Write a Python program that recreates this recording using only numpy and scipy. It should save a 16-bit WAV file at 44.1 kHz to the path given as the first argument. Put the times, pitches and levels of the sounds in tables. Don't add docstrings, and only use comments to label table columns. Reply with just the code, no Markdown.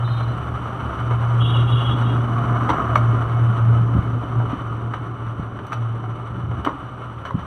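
import sys
import numpy as np
from scipy import signal
from scipy.fft import rfft, irfft
from scipy.io import wavfile

SR = 44100
rng = np.random.default_rng(int(sys.argv[2]) if len(sys.argv) > 2 else 0)


def output_pcm(signal):
    pcm = np.clip(np.atleast_2d(signal).T, -1, 1) * 32767
    wavfile.write(sys.argv[1], SR, np.round(pcm).astype(np.int16))


N = 328986
TIME = np.arange(N) / SR


def gain_of(db):
    return 10 ** (np.asarray(db) / 20)


def unit_rms(x):
    return x / np.sqrt(np.mean(x ** 2) + 1e-20)


def at_hz(rows, hz):
    points_hz, values = np.transpose(rows)
    return np.interp(np.log(hz + 1), np.log(points_hz + 1), values)


def automation(rows, column=1):
    columns = np.transpose(rows)
    return np.interp(TIME, columns[0], columns[column])


def add(mix, start_s, sound):
    part = mix[max(round(start_s * SR), 0):][:len(sound)]
    part += sound[:len(part)]


def drift(rate_hz):
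    hz = np.fft.rfftfreq(N, 1 / SR)
    return unit_rms(irfft(rfft(rng.standard_normal(N)) * np.exp(-(hz / rate_hz) ** 2), N))


def swells(rows, attack_s, release_s):
    envelope = np.zeros(N)
    for start_s, hold_s, db in rows:
        rise = np.clip((TIME - start_s) / attack_s, 0, 1)
        fall = np.exp(-np.maximum(TIME - start_s - hold_s, 0) / release_s)
        envelope = np.maximum(envelope, gain_of(db) * rise * fall)
    return envelope


def bumps(per_s, spread_db, max_db):
    impulses = (rng.random(N) < per_s / SR) * rng.choice([-1, 1], N)
    return impulses * gain_of(np.minimum(spread_db * rng.exponential(1, N), max_db))


def reflected(x, delay_s=0.007, sway_s=0.000502, sway_hz=0.9, echo_db=-14):
    delay = delay_s + sway_s * drift(sway_hz)
    return unit_rms(x + gain_of(echo_db) * np.interp(TIME - delay, TIME, x))


# centre in Hz, width in Hz, gain in dB.
EQ_BANDS = [(397, 16, 7.5), (1209, 270, 5.5), (2200, 22, 10), (2991, 190, 13), (5120, 980, -9),
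            (5876, 420, 18), (8070, 290, 12.5)]

def colour(x, spectrum, tilt_db=0, size=4096):
    hz = np.fft.rfftfreq(size, 1 / SR)
    db = at_hz(spectrum, hz) + tilt_db * np.log2(1 + hz / 1000)
    db += sum(peak / (1 + (2 * (hz - centre) / width) ** 2) for centre, width, peak in EQ_BANDS)
    log_gain = np.log(gain_of(np.r_[db, db[-2:0:-1]]))
    response = np.exp(np.conj(signal.hilbert(log_gain)))
    taps = np.fft.ifft(response).real[:size // 2]
    return signal.oaconvolve(x, taps / np.linalg.norm(taps))[:len(x)]


def noise(spectrum):
    return unit_rms(colour(rng.standard_normal(N), spectrum))


# frequency in Hz, seconds to fall by 60 dB.
ROOM_DECAY = [(150, 0.4), (1000, 0.18), (3000, 0.17), (10000, 0.13)]

def room(x, size=256):
    hz, t, spectra = signal.stft(rng.standard_normal(SR // 2), SR, nperseg=size)
    decay = gain_of(-60 * t / at_hz(ROOM_DECAY, hz)[:, None])
    tail = signal.istft(spectra * decay, SR, nperseg=size)[1]
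    tail[:SR // 200] = 0
    return signal.fftconvolve(x, tail / np.linalg.norm(tail))[:N]


# frequency in Hz, relative level in dB.
RUSH_EQ = [(150, -31.5), (400, -12), (550, -5.5), (880, -5), (1050, -3.5), (1380, -2.5), (1570, -11.5),
           (2000, -19.5), (2650, -24), (3500, -27), (4800, -39), (7200, -51.5), (9300, -41.5),
           (12000, -57.5), (15000, -58.5)]
BODY_EQ = [(70, -5), (140, 1.5), (220, -2.5), (310, -2), (420, -9.5), (560, -14), (1000, -29), (3000, -87)]
RUMBLE_EQ = [(20, -17), (32, -30.5), (45, -23), (58, -21), (70, 17.5), (88, -8.5), (120, -3), (180, -12),
             (260, -28.5), (400, -58), (2000, -100)]
HISS_EQ = [(1000, -13.5), (3000, 10.5), (5000, -4.5), (7200, -23.5), (9200, -2.5), (11500, -18.5),
           (13200, -16), (15000, -11.5)]
# time in seconds, rush and body levels in dB before trim.
AIR_FADERS = [(0, -32, -36.5), (1.2, -31, -34.5), (1.75, -29.5, -30.5), (2.9, -31.5, -30), (4.4, -34, -33),
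              (5.1, -37.5, -37), (6.55, -36.5, -39), (7.4, -37.5, -41)]
# time in seconds, level in dB before trim.
RUMBLE_FADER = [(0, -31.5), (2.2, -30), (2.8, -29.5), (4.1, -31), (4.3, -35), (4.9, -37.5), (6.1, -47),
                (6.4, -41.5), (7.4, -37)]

def air(rush_trim_db=-0.4, body_trim_db=0.58, rumble_trim_db=-1.5, hiss_db=-68):
    rush = reflected(noise(RUSH_EQ))
    rush *= gain_of(automation(AIR_FADERS) + rush_trim_db + 1.62 * drift(rate_hz=31))
    body = noise(BODY_EQ)
    body *= gain_of(automation(AIR_FADERS, column=2) + body_trim_db + 1.55 * drift(rate_hz=9.6))
    rumble = noise(RUMBLE_EQ)
    rumble *= gain_of(automation(RUMBLE_FADER) + rumble_trim_db - 0.5 * drift(rate_hz=8.4))
    return rush + body + rumble + gain_of(hiss_db) * noise(HISS_EQ)


# time in seconds, pitch in Hz.
HUM_GLIDE = [(0, 117.7), (1.3, 118), (1.9, 119.3), (3.0, 116.8), (4.5, 116.3), (6.1, 115.3), (6.5, 119)]
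# time in seconds, level in dB before trim.
HUM_FADER = [(0.0, -18.5), (0.96, -33.5), (1.04, -19.5), (1.34, -15.5), (2.65, -19.5), (2.78, -27),
             (3.05, -13.5), (3.29, -19.5), (3.49, -12), (3.57, -20.5), (3.77, -11), (4.03, -23.5),
             (4.15, -16), (4.25, -32.5), (4.39, -16), (4.57, -32), (4.73, -23), (5.69, -36), (5.81, -18.5),
             (6.19, -32.5), (6.52, -24.5), (6.74, -58), (6.84, -32), (7.2, -49)]
# start in seconds, hold in seconds, level in dB.
HUM_OCTAVE = [(1.8, 0.97, -35)]

def hum(trim_db=-1.5, waver_db=1.74, waver_hz=14, wander_hz=0.4, beat_db=-37, beat_hz=14):
    pitch_hz = automation(HUM_GLIDE) + wander_hz * drift(rate_hz=7.2)
    phase = 2 * np.pi * np.cumsum(pitch_hz) / SR
    tone = gain_of(automation(HUM_FADER) + trim_db + waver_db * drift(waver_hz)) * np.sin(phase)
    band = drift(beat_hz) * np.sin(phase) + drift(beat_hz) * np.cos(phase)
    octave = swells(HUM_OCTAVE, attack_s=0.14, release_s=0.15) * np.sin(2 * phase)
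    return np.sqrt(2) * (tone + octave) + gain_of(beat_db) * band


# start in seconds, hold in seconds, level in dB before trim.
CHIRP_SURGES = [(.042, .13, -43.5)]
SQUEAL_SURGES = [(1.398, 0.19, -31), (1.665, 0.22, -32), (2.0, 0.12, -41.5)]
# frequency in Hz, relative level in dB.
CHIRP_TONES = [(3031, -64), (3235, -58), (3680, -53.5), (4055, -52)]
SQUEAL_TONES = [(2800, -6), (2860, -14.5), (2940, -5), (3030, -9), (3180, -7.5), (3316, 0), (3370, -6),
                (3436, -16.5), (3741, -12.5)]

def squeak(surges, tones, attack_s, release_s, jitter_hz, flutter_db, trim_db, edge_db, scoop_hz):
    cluster = np.zeros(N)
    flat_hz = scoop_hz * np.exp(-np.maximum(TIME - surges[0][0], 0) / 0.016)
    for hz, db in tones:
        phase = 2 * np.pi * np.cumsum(hz - flat_hz + jitter_hz * drift(rate_hz=195)) / SR
        cluster += gain_of(db + flutter_db * drift(rate_hz=45)) * np.sin(phase)
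    cluster = unit_rms(cluster)
    edge = gain_of(edge_db) * np.tanh(6 * cluster)
    return (cluster + edge) * swells(surges, attack_s, release_s) * gain_of(trim_db)


# time in seconds, level in dB.
ROLL_FADER = [(0, -55.5), (2.15, -44), (2.32, -31), (2.8, -23.5), (3.05, -29.5), (3.6, -36), (4.8, -40.5),
              (7.4, -61)]
# frequency in Hz, relative level in dB.
WHEEL_EQ = [(100, -11), (290, 0.5), (520, -10), (630, -5.5), (690, 4.5), (770, -4), (880, -17), (990, -0.5),
            (1350, 0), (1800, -16), (2600, -28.5), (4500, -43.5), (9000, -54), (15000, -56)]

def wheels():
    grit = bumps(per_s=900, spread_db=1, max_db=4)
    return gain_of(automation(ROLL_FADER)) * reflected(colour(grit, WHEEL_EQ))


# start in seconds, hold in seconds, level in dB.
SHUDDER_CUES = [(3.4, 0.39, -39), (3.93, 0.053, -23.5), (4.1, .8, -42), (6.3, 0.3, -28.5)]
# frequency in Hz, relative level in dB.
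BOOM_EQ = [(30, -28), (55, -10.5), (80, 7), (130, -2), (185, -2.5), (250, -19), (340, -11.5), (500, -42),
           (2000, -100)]

def shudder():
    slips = bumps(per_s=160, spread_db=6, max_db=18)
    return swells(SHUDDER_CUES, attack_s=0.021, release_s=0.026) * unit_rms(colour(slips, BOOM_EQ))


def damped_mode(db, hz, attack_s):
    t = np.arange(SR // 4) / SR
    envelope = t / attack_s * np.exp(1 - t / attack_s)
    return gain_of(db) * envelope * np.sin(2 * np.pi * hz * t)


# start in seconds, peak in dB, pitch in Hz, attack in seconds.
THUMP_CUES = [(2.695, -19.5, 305, 0.0055), (3.494, -21, 204, .007), (3.65, -19.5, 192, 0.0034),
              (3.808, -20, 174, 0.0065), (3.947, -19, 190, 0.0035), (3.965, -13.5, 247, 0.0025),
              (3.987, -7.5, 109, 0.0033), (4.53, -15.5, 252, 0.0037), (5.396, -11.5, 137, 0.0015),
              (6.667, -18.5, 296, 0.006), (7.343, -11.5, 126, 0.0032), (7.351, -13.5, 203, 0.0028)]

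def thumps():
    out = np.zeros(N)
    for start_s, db, hz, attack_s in THUMP_CUES:
        add(out, start_s, damped_mode(db, hz, attack_s))
    return out


# frequency in Hz, relative level in dB.
SHELL_EQ = [(100, -9), (280, -1), (500, -2), (1000, 4), (1400, 0.5), (1800, -5.5), (2600, -17), (3800, -20),
            (5000, -32), (7200, -45.5), (9500, -45.5), (12000, -55), (15000, -50.5)]

def snap(db, decay_s, tilt_db, attack_s=0.0008):
    t = np.arange(SR // 4) / SR
    burst = rng.standard_normal(len(t)) * np.minimum(t / attack_s, 1) * np.exp(-t / decay_s)
    return gain_of(db) * colour(burst, SHELL_EQ, tilt_db)


# start in seconds, level in dB, decay in seconds, treble tilt in dB per octave.
CLICK_CUES = [(0.076, -28.5, 0.011, -1.5), (1.108, -21, 0.013, -6.5), (2.975, -34, 0.0066, 9.5),
              (3.296, -26, 0.0028, -2), (3.982, -29, 0.0035, -1), (4.4, -28, 0.028, -12),
              (4.494, -34, 0.059, 2), (5.589, -24.5, 0.0042, -.5), (5.667, -30.5, .0025, 9.5),
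              (6.038, -28, 0.0078, -6.5), (6.512, -28, 0.0074, -6), (7.39, -34.5, 0.019, 3)]

def clicks():
    out = np.zeros(N)
    for start_s, db, decay_s, tilt_db in CLICK_CUES:
        add(out, start_s, snap(db, decay_s, tilt_db))
    return out


# start in seconds, ring level in dB,
# ring pitch in Hz, snap level in dB, snap decay in seconds, snap treble tilt in dB per octave.
KNOCK_CUES = [(2.69, -11.5, 993, -17, 0.0099, 3), (2.699, -9, 936, -17.5, 0.011, 4),
              (2.955, -3.5, 1186, -16.5, 0.0075, 5.5), (4.936, -20, 1226, -23, 0.0099, 2),
              (5.719, -19.5, 1265, -31, 0.0075, 6), (5.728, -19.5, 1260, -23, .01, 5.5),
              (6.648, -23, 1340, -21.5, 0.0054, 7), (6.662, -18.5, 1180, -19.5, 0.0099, 0),
              (6.67, -12, 1104, -19.5, 0.013, -9), (6.69, -21.5, 1060, -39, .01, 7),
              (7.251, -27, 1100, -26.5, 0.021, 2.5), (7.305, -19, 1046, -39, .008, 6)]
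# multiple of the pitch, relative level in dB, attack in seconds.
PANEL_RING = [(0.522, -15, 0.0042), (0.998, 0.5, 0.0017), (1.32, -16, .002), (1.9, -21, 0.0022)]

def knocks(ring_delay_s=0.00204):
    out = np.zeros(N)
    for start_s, ring_db, hz, snap_db, decay_s, tilt_db in KNOCK_CUES:
        add(out, start_s, snap(snap_db, decay_s, tilt_db))
        for multiple, mode_db, attack_s in PANEL_RING:
            add(out, start_s + ring_delay_s, damped_mode(ring_db + mode_db, multiple * hz, attack_s))
    return out


def scene(click_send_db=-6, knock_send_db=-9, thump_send_db=-13, squeak_send_db=-7):
    snaps, blows, thuds = clicks(), knocks(), thumps()
    squeaks = squeak(CHIRP_SURGES, CHIRP_TONES, attack_s=0.0095, release_s=0.07, jitter_hz=26,
                     flutter_db=5, trim_db=-3, edge_db=-14, scoop_hz=217.5)
    squeaks += squeak(SQUEAL_SURGES, SQUEAL_TONES, attack_s=0.014, release_s=0.057, jitter_hz=33.2,
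                      flutter_db=5.5, trim_db=-2, edge_db=-21, scoop_hz=61.1)
    reverb = room(gain_of(click_send_db) * snaps + gain_of(knock_send_db) * blows
                  + gain_of(thump_send_db) * thuds + gain_of(squeak_send_db) * squeaks)
    bed = hum() + air()
    car = wheels() + shudder() + thuds + snaps + blows
    return (bed + squeaks + car + reverb)[None]


def record(dry, low_cut_hz=42, high_cut_hz=15550):
    low_cut = signal.butter(2, low_cut_hz, "highpass", fs=SR, output="sos")
    high_cut = signal.firwin(511, high_cut_hz, window=("kaiser", 9), fs=SR)
    return signal.oaconvolve(signal.sosfilt(low_cut, dry), high_cut[None], "same")


dry = scene()
out = record(dry)
output_pcm(out)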